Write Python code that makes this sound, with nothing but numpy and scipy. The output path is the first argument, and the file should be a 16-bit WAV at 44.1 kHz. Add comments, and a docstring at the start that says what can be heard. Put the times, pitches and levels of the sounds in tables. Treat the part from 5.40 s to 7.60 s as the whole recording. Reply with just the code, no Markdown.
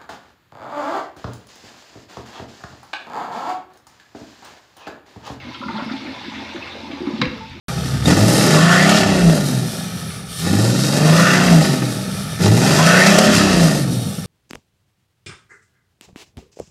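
"""Hiss, splashing and low gurgles: the last water drains from an open toilet tank as the fill valve runs.
The drain gulps air in big low bubbles, small ones plink, and water spatters on the tank floor.
Near the end the plastic flapper claps shut and the water thuds under it.
The ceramic tank rings with the water, and a small tiled room adds a short tail."""
import sys
import numpy as np
from scipy import signal
from scipy.fft import rfft, irfft, next_fast_len
from scipy.io import wavfile
from scipy.ndimage import uniform_filter1d, map_coordinates

SR = 44100
rng = np.random.default_rng(int(sys.argv[2]) if len(sys.argv) > 2 else 0)


def unload_wav(signal):
    """Save mono or channel-first audio to the path in sys.argv[1] as 16-bit WAV at rate SR, clipped to [-1, 1]."""
    wavfile.write(
        sys.argv[1],
        SR,
        np.round(np.clip(np.atleast_2d(signal).T, -1, 1) * 32767).astype(np.int16),
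    )


N = 97020


def amp(db):
    """Decibels to gain."""
    return 10 ** (np.asarray(db) / 20)


def unit(x):
    """Scale to rms 1."""
    return x / np.sqrt(np.mean(x ** 2) + 1e-20)


def along(points, hz):
    """Read (f/Hz, value) breakpoints on a log frequency axis."""
    f, value = np.transpose(points)
    return np.interp(np.log(hz + 1), np.log(f + 1), value)


def curve(rows):
    """An envelope, one value per sample, from (t/s, value) breakpoints."""
    return np.interp(np.arange(N) / SR, *np.transpose(rows))


def wobble(per_s):
    """Smooth random modulation with per_s knots a second."""
    return map_coordinates(rng.standard_normal(400), [np.arange(N) * per_s / SR], mode="mirror")


def fade(t, t60):
    """Exponential decay, 60 dB down at t60."""
    return np.exp(-np.log(1000) * t / t60)


def add(track, s, sound):
    """Mix a sound in at time s."""
    part = track[max(0, round(s * SR)):][:len(sound)]
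    part += sound[:len(part)]


def filtered(x, response):
    """Apply a complex frequency response."""
    size = next_fast_len(N + SR // 2)
    return irfft(rfft(x, size) * response(np.fft.rfftfreq(size, 1 / SR)), size)[:N]


def bell(f, centre_hz, octaves):
    """A bell-shaped passband, with its half width in octaves."""
    return np.exp(-.5 * (np.log2((f + 1) / centre_hz) / octaves) ** 2)


def coloured(x, colour):
    """Minimum-phase EQ of energy 1, shaped by (f/Hz, level/dB) breakpoints."""
    size = 8192
    gain = amp(along(colour, np.fft.rfftfreq(size, 1 / SR)))
    cepstrum = irfft(np.log(gain))
    causal = np.r_[cepstrum[0], 2 * cepstrum[1:size // 2]]
    impulse = irfft(np.exp(rfft(causal, size)))
    return signal.fftconvolve(x, impulse / np.linalg.norm(impulse))[:N]


def patchy_noise(depth_db):
    """White noise that flickers in random patches of time and frequency."""
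    spectrum = signal.stft(rng.standard_normal(N), nperseg=512)[2]
    patches = uniform_filter1d(rng.standard_normal(spectrum.shape), 5, axis=0)
    patches = uniform_filter1d(patches, 10, axis=1)
    return unit(signal.istft(spectrum * amp(depth_db * unit(patches)), nperseg=512)[1][:N])


def tank(x):
    """The ceramic tank's standing waves ring on top of the direct sound."""
    # standing waves: f/Hz, width/Hz, gain
    modes = [(137, 4.3, 1.9), (170.4, 3, 2.3), (218.2, 4.8, 1.9), (262.7, 8.8, 0.48), (354.4, 8.4, 1.53),
             (670, 21, 1.1), (800, 14, 2.1), (879.4, 8.7, 1.33), (990, 8, 2.2), (2155, 73, 1.32),
             (3516, 30, 0.74)]
    return filtered(x, lambda f: 1 + sum(gain * 1j * f * width / (hz * hz - f * f + 1j * f * width)
                                         for hz, width, gain in modes))


def room(x, wet_db):
    """Add the small tiled room's tail, duller than the direct sound."""
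    # reverb time: f/Hz, t60/s
    decay_times = [(150, 0.96), (500, 0.6), (2000, 0.57), (5000, 0.47), (12000, 0.41)]
    hz, t, spectrum = signal.stft(rng.standard_normal(SR * 3 // 4), SR, nperseg=256)
    decay = amp(-60 * t / along(decay_times, hz)[:, None])
    tail = signal.istft(spectrum * decay, SR, nperseg=256)[1]
    tail *= 1 - np.exp(-np.arange(len(tail)) / SR / 0.0012)
    wet = signal.fftconvolve(x, tail / np.linalg.norm(tail))[:N]
    return x + amp(wet_db) * filtered(wet, lambda f: 0.57 + 0.58 / (1 + (f / 4300) ** 20))


def bubbles(rows, attack_s, glide, rough=0):
    """Bubbles ring as damped tones, bent by the share glide over t60; trembling walls roughen them."""
    out = np.zeros(N)
    for s, hz, db, t60 in rows:
        t = np.arange(int(abs(t60) * SR) + 2) / SR
        tone = np.sin(2 * np.pi * hz * (t + glide * t * t / (2 * t60)))
        attack = (1 - np.exp(-2 * t / attack_s)) ** 2
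        add(out, s, amp(db) * tone * fade(t, t60) * attack)
    return out * (1 + rough * wobble(170.05))


def swarm(per_s, low_hz, high_hz, cycles, spread_db):
    """Random bubbles in the room, each chirping up as it nears the surface; rms 1."""
    when, pitch, size, life = rng.random((int(per_s * N / SR), 4)).T
    hz = low_hz * (high_hz / low_hz) ** pitch
    db = -spread_db * np.log(size + .03)
    t60 = cycles * (.5 + life) / hz
    stream = bubbles(np.c_[when * N / SR, hz, db, t60], attack_s=0.00026, glide=0.064)
    return unit(room(stream, wet_db=-3))


def valve_hiss():
    """The fill valve's jet hisses into the tank with a fizz of tiny bubbles."""
    # hiss envelope: t/s, relative level/dB
    envelope = [(0.0, -46.5), (0.14, -44), (0.48, -41.5), (1.08, -41), (1.46, -43), (1.77, -42),
                (1.94, -44.5), (2.08, -44.5), (2.2, -49)]
    # jet spectrum: f/Hz, level/dB
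    colour = [(900, -25.5), (1800, -13), (2500, -3), (3050, -5), (3600, 2.5), (4300, -0.5), (5100, -4),
              (6300, -12.5), (8000, -24), (11000, -31.5), (15000, -39)]
    fizz = swarm(per_s=1100, low_hz=1723, high_hz=9560, cycles=14.5, spread_db=6)
    jet = unit(coloured(patchy_noise(depth_db=2.5), colour)) + amp(-2) * unit(coloured(fizz, colour))
    return unit(tank(jet)) * amp(curve(envelope) + 1 + 0.41 * wobble(24.35))


def splash():
    """Shallow water splashes and bubbles over the tank floor."""
    # splash envelope: t/s, relative level/dB
    envelope = [(0.0, -38), (0.23, -42), (0.39, -35), (0.77, -36), (1.09, -34.5), (1.43, -37), (1.88, -38),
                (2.06, -43.5), (2.2, -46.5)]
    # splash spectrum: f/Hz, level/dB
    colour = [(150, -33), (300, -9), (440, 0.5), (550, 5), (720, -1), (880, -1), (1100, -1), (1700, -2),
              (2200, -2.5), (2800, -2.5), (4500, -36), (10000, -52)]
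    wash = amp(2) * patchy_noise(depth_db=2.5)
    froth = amp(-9.5) * swarm(per_s=280, low_hz=804, high_hz=3286, cycles=61, spread_db=3)
    water = unit(tank(coloured(wash + froth, colour)))
    return water * amp(curve(envelope) - 2 + 0.65 * wobble(16.1))


def drain_churn():
    """Water churns down the outlet in low, uneven surges."""
    # churn envelope: t/s, relative level/dB
    envelope = [(0.0, -47.5), (0.15, -45), (0.39, -33.5), (0.46, -49), (0.6, -48), (0.68, -36), (0.78, -45),
                (0.95, -39), (1.17, -41), (1.32, -42), (1.5, -35.5), (1.58, -37), (1.72, -50),
                (1.85, -37.5), (1.93, -49), (2.0, -54), (2.2, -44.5)]
    # churn spectrum: f/Hz, level/dB
    colour = [(30, -58), (70, -44), (130, -18), (200, -6.5), (260, 1.5), (310, 0), (360, -7), (430, -21.5),
              (800, -58), (3000, -85)]
    surges = rng.standard_normal(N) * amp(4.0 * wobble(34.59))
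    return unit(tank(coloured(surges, colour))) * amp(curve(envelope) + 1.5)


def pipe():
    """The pipe rumbles, and its air column drones on one wavering note."""
    # rumble envelope: t/s, relative level/dB
    envelope = [(0.0, -45), (0.1, -51), (0.45, -51), (0.83, -51.5), (1.52, -53.5), (1.7, -55), (2.2, -47.5)]
    # rumble spectrum: f/Hz, level/dB
    colour = [(20, -45), (40, -21), (60, -19.5), (80, -3), (95, -5.5), (135, -5), (220, -40), (500, -48),
              (2000, -75)]
    # drone envelope: t/s, level/dB
    swell = [(0.0, -62), (0.75, -64), (1.0, -51.5), (1.7, -48), (1.85, -53), (2.2, -48.5)]
    rumble = unit(coloured(rng.standard_normal(N), colour))
    drone = unit(np.sin(2 * np.pi * 80.8 * np.arange(N) / SR + 0.42 * wobble(8.9)))
    return rumble * amp(curve(envelope) + 2.5) + drone * amp(curve(swell))


def faint_hiss():
    """A steady, nearly white bed of noise far under the water."""
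    return amp(-70) * coloured(rng.standard_normal(N), [(100, 1), (8000, -3), (15000, 1)])


def gulps():
    """The drain swallows air in big low bubbles that sag in pitch."""
    # gulped air: t/s, f/Hz, level/dB, t60/s
    big_bubbles = [(.047, 240, -28.5, 0.066), (.068, 249, -27, 0.15), (.205, 253, -22.5, 0.074),
                   (.262, 233, -17.5, 0.041), (.291, 260, -15.5, 0.039), (.328, 196, -23, 0.088),
                   (.344, 229, -15.5, 0.032), (.357, 208, -24, 0.12), (.421, 255, -15, 0.064),
                   (.460, 238, -17, 0.059), (.478, 243, -19, 0.046), (.511, 260, -15.5, 0.081),
                   (.537, 265.4, -17.5, 0.17), (.646, 277, -30.5, 0.097), (.690, 268, -27, 0.1),
                   (.880, 274, -20.5, 0.059), (.975, 225, -32, 0.098), (1.004, 259, -33, 0.13),
                   (1.096, 253, -28.5, 0.075), (1.145, 345, -26, 0.1), (1.225, 265, -38, 0.057),
                   (1.300, 263, -34.5, 0.079), (1.432, 260, -25, 0.1), (1.533, 284, -19, 0.12),
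                   (1.605, 315, -13, 0.032), (1.616, 286, -9, 0.031), (1.630, 351, -16.5, 0.062),
                   (1.671, 280, -7.5, 0.06), (1.685, 293, -10.5, 0.04), (1.705, 336, -17, 0.038),
                   (1.735, 232, -13.5, 0.066), (1.784, 289, -20.5, 0.091), (1.792, 247, -14, 0.12)]
    return bubbles(big_bubbles, attack_s=0.0035, glide=-0.052, rough=0.063)


def spatters():
    """Water spatters on the tank floor: bursts of tiny drops and bubbles, each in its own band."""
    # spatters: t/s, level/dB, centre f/Hz, t60/s
    bursts = [(0.14, -32, 3580, 0.11), (.141, -37, 1310, 0.091), (0.215, -31, 1260, .1),
              (0.28, -25, 1520, 0.06), (0.298, -29, 497, 0.072), (0.361, -31.5, 3930, 0.18),
              (.358, -29, 1060, 0.088), (.378, -28.5, 1330, 0.15), (0.396, -33.5, 644, 0.13),
              (0.488, -29.5, 1710, 0.14), (0.514, -29.5, 4600, 0.078), (0.562, -28, 3470, 0.05),
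              (0.659, -33, 1830, 0.14), (0.843, -28, 1900, 0.05), (.940, -32.5, 2400, 0.21),
              (1.158, -32.5, 1500, 0.08), (1.216, -33, 2680, 0.13), (1.274, -29, 2560, 0.054),
              (1.350, -36, 550, 0.21), (1.510, -32, 3000, .1), (1.665, -30.5, 1110, 0.15),
              (1.771, -32, 3640, 0.12), (2.099, -39, 2230, 0.24)]
    fizz = swarm(per_s=1800, low_hz=415, high_hz=7030, cycles=25.5, spread_db=5.5)
    spray = unit(fizz + rng.standard_normal(N))
    out, t = np.zeros(N), np.arange(SR // 4) / SR
    attack = 1 - np.exp(-t / 0.0053)
    for s, db, hz, t60 in bursts:
        band = unit(filtered(spray, lambda f: bell(f, hz, octaves=0.4) / (1 + (f / 5400) ** 10)))
        burst = np.roll(band, -round(s * SR))[:len(t)]
        add(out, s, amp(db) * burst * fade(t, t60) * attack)
    return room(out, wet_db=-6)


def plinks():
    """Small bubbles burst with bright, slightly rising notes."""
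    # bursting bubbles: t/s, f/Hz, level/dB, t60/s
    small_bubbles = [(.143, 1345, -31, 0.12), (.150, 1055, -38, .1), (.215, 1273, -20.5, 0.031),
                     (.222, 556, -32.5, 0.12), (.226, 993, -30, 0.062), (.235, 1360, -23.5, 0.052),
                     (.285, 2060, -24.5, 0.035), (.286, 915, -26.5, 0.15), (.298, 895, -21, 0.047),
                     (.303, 1227, -26.5, 0.065), (.338, 950, -33, 0.062), (.352, 886, -27.5, 0.14),
                     (.364, 1053, -32, 0.057), (.378, 1364, -25, 0.054), (.385, 578, -26, 0.094),
                     (.413, 1400, -23, 0.032), (.495, 1314, -37.5, 0.24), (.535, 868, -36, 0.29),
                     (.669, 2180, -35, 0.041), (.916, 862, -37, 0.21), (1.001, 893, -30.5, 0.07),
                     (1.121, 895, -29.5, 0.068), (1.205, 942, -33, 0.089), (1.223, 2610, -21, 0.039),
                     (1.572, 871, -31.5, 0.11), (1.700, 577, -34, 0.09), (2.005, 888.5, -33, 0.25)]
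    return bubbles(small_bubbles, attack_s=0.002, glide=0.019, rough=0.23)


def droplets():
    """Fine spray and a few larger drops tick against the tank's walls."""
    # larger drops: t/s, level/dB, centre f/Hz
    drips = [(.447, -60, 10000), (.643, -53.5, 6800), (1.138, -53, 7540), (1.977, -62, 11500),
             (2.096, -58, 7260)]
    ticks = amp(-76.5) * swarm(per_s=31, low_hz=5700, high_hz=12200, cycles=20, spread_db=0)
    t = np.arange(SR // 8) / SR
    for s, db, hz in drips:
        band = unit(filtered(rng.standard_normal(N), lambda f: bell(f, hz, octaves=0.25)))
        add(ticks, s, amp(db) * band[:len(t)] * fade(t, t60=.045))
    return ticks


def thuds():
    """The stopped water slams under the flapper in low, rough pulses."""
    # water slams: t/s, f/Hz, level/dB, t60/s
    slams = [(1.813, 170, -11.5, 0.043), (1.8145, 226, -11.5, 0.087), (1.816, 290, -14, 0.071),
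             (1.817, 120, -18.5, .09), (1.838, 196, -6.5, 0.033), (1.858, 270, -12, 0.06),
             (1.872, 77, -22, 0.12), (1.901, 265, -21.5, 0.086), (1.926, 246, -20.5, 0.088),
             (2.02, 77, -42, 0.12), (2.11, 99, -27.5, 0.12)]
    return bubbles(slams, attack_s=0.0055, glide=0.032, rough=0.43)


def flapper():
    """The flapper claps shut, chatters and squeezes out a squirt of water; its wet seat rings."""
    # flapper contacts: t/s, relative level/dB
    clacks = [(1.815, -3.5), (1.8165, -1), (1.8205, -9.5), (1.8242, -8), (1.8435, -17), (1.855, -11.5)]
    # spectrum of the clap and squirt: f/Hz, level/dB
    colour = [(100, -8), (300, -16), (700, -11), (1050, 7), (1500, 0.5), (2200, 4), (2700, 3.5),
              (3200, -5.5), (3900, 4.5), (5100, -6), (5800, -14), (8000, -30.5), (11000, -39.5),
              (15000, -48)]
    # modes of flapper and seat: f/Hz, level/dB, t60/s
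    seat_modes = [(1016, -21, 0.062), (1177, -27.5, 0.05), (1493, -37, 0.23), (1734, -27, 0.11),
                  (2070, -29, 0.22), (2154, -26, 0.16), (2660, -22, 0.019), (3190, -27, 0.086),
                  (3555, -30, 0.12), (3950, -11, 0.018), (4770, -13, 0.011)]
    clap, ring, t = np.zeros(N), np.zeros(N), np.arange(SR // 2) / SR
    shut_s, slosh_per_s = clacks[0][0], 168
    for s, db in clacks:
        add(clap, s, amp(db - 8.5) * fade(t, t60=.011) * rng.standard_normal(len(t)))
    squirt_envelope = amp(-31.5 + 3.4 * wobble(150)[:len(t)]) * fade(t, t60=0.25)
    add(clap, shut_s, squirt_envelope * rng.standard_normal(len(t)))
    attack = 1 - np.exp(-t / 0.0012)
    for hz, db, t60 in seat_modes:
        # water on the seat detunes and damps each mode unsteadily
        drift_rad = 1.5 * wobble(slosh_per_s)[:len(t)]
        flutter_db = 4 * wobble(slosh_per_s)[:len(t)]
        tone = np.sin(2 * np.pi * hz * t + drift_rad)
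        add(ring, shut_s, amp(db + flutter_db) * fade(t, t60) * attack * tone)
    return room(coloured(clap, colour), wet_db=-6.5) + room(ring, wet_db=-9)


def trapped_air():
    """Air caught under the closed flapper rings with hollow notes."""
    # air pockets: t/s, f/Hz, level/dB, t60/s
    pockets = [(1.820, 501.3, -20.5, 0.18), (1.852, 510, -25.5, 0.13), (1.906, 505, -25, 0.15),
               (1.955, 449, -36, 0.35)]
    return bubbles(pockets, attack_s=0.0075, glide=0.008, rough=0.22)


def scene():
    """The mono mix, heard from above the tank; the low gurgles sit drier than the plinks."""
    water = valve_hiss() + splash() + spatters() + drain_churn() + pipe()
    gurgles = room(gulps() + thuds() + trapped_air(), wet_db=-13.5)
    bubbling = tank(gurgles + room(plinks(), wet_db=-8))
    return (water + bubbling + droplets() + flapper() + faint_hiss())[None]


def record(dry):
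    """A brick-wall low-pass trims the very top."""
    return filtered(dry[0], lambda hz: hz < 15400)[None]


dry = scene()
out = record(dry)
unload_wav(out)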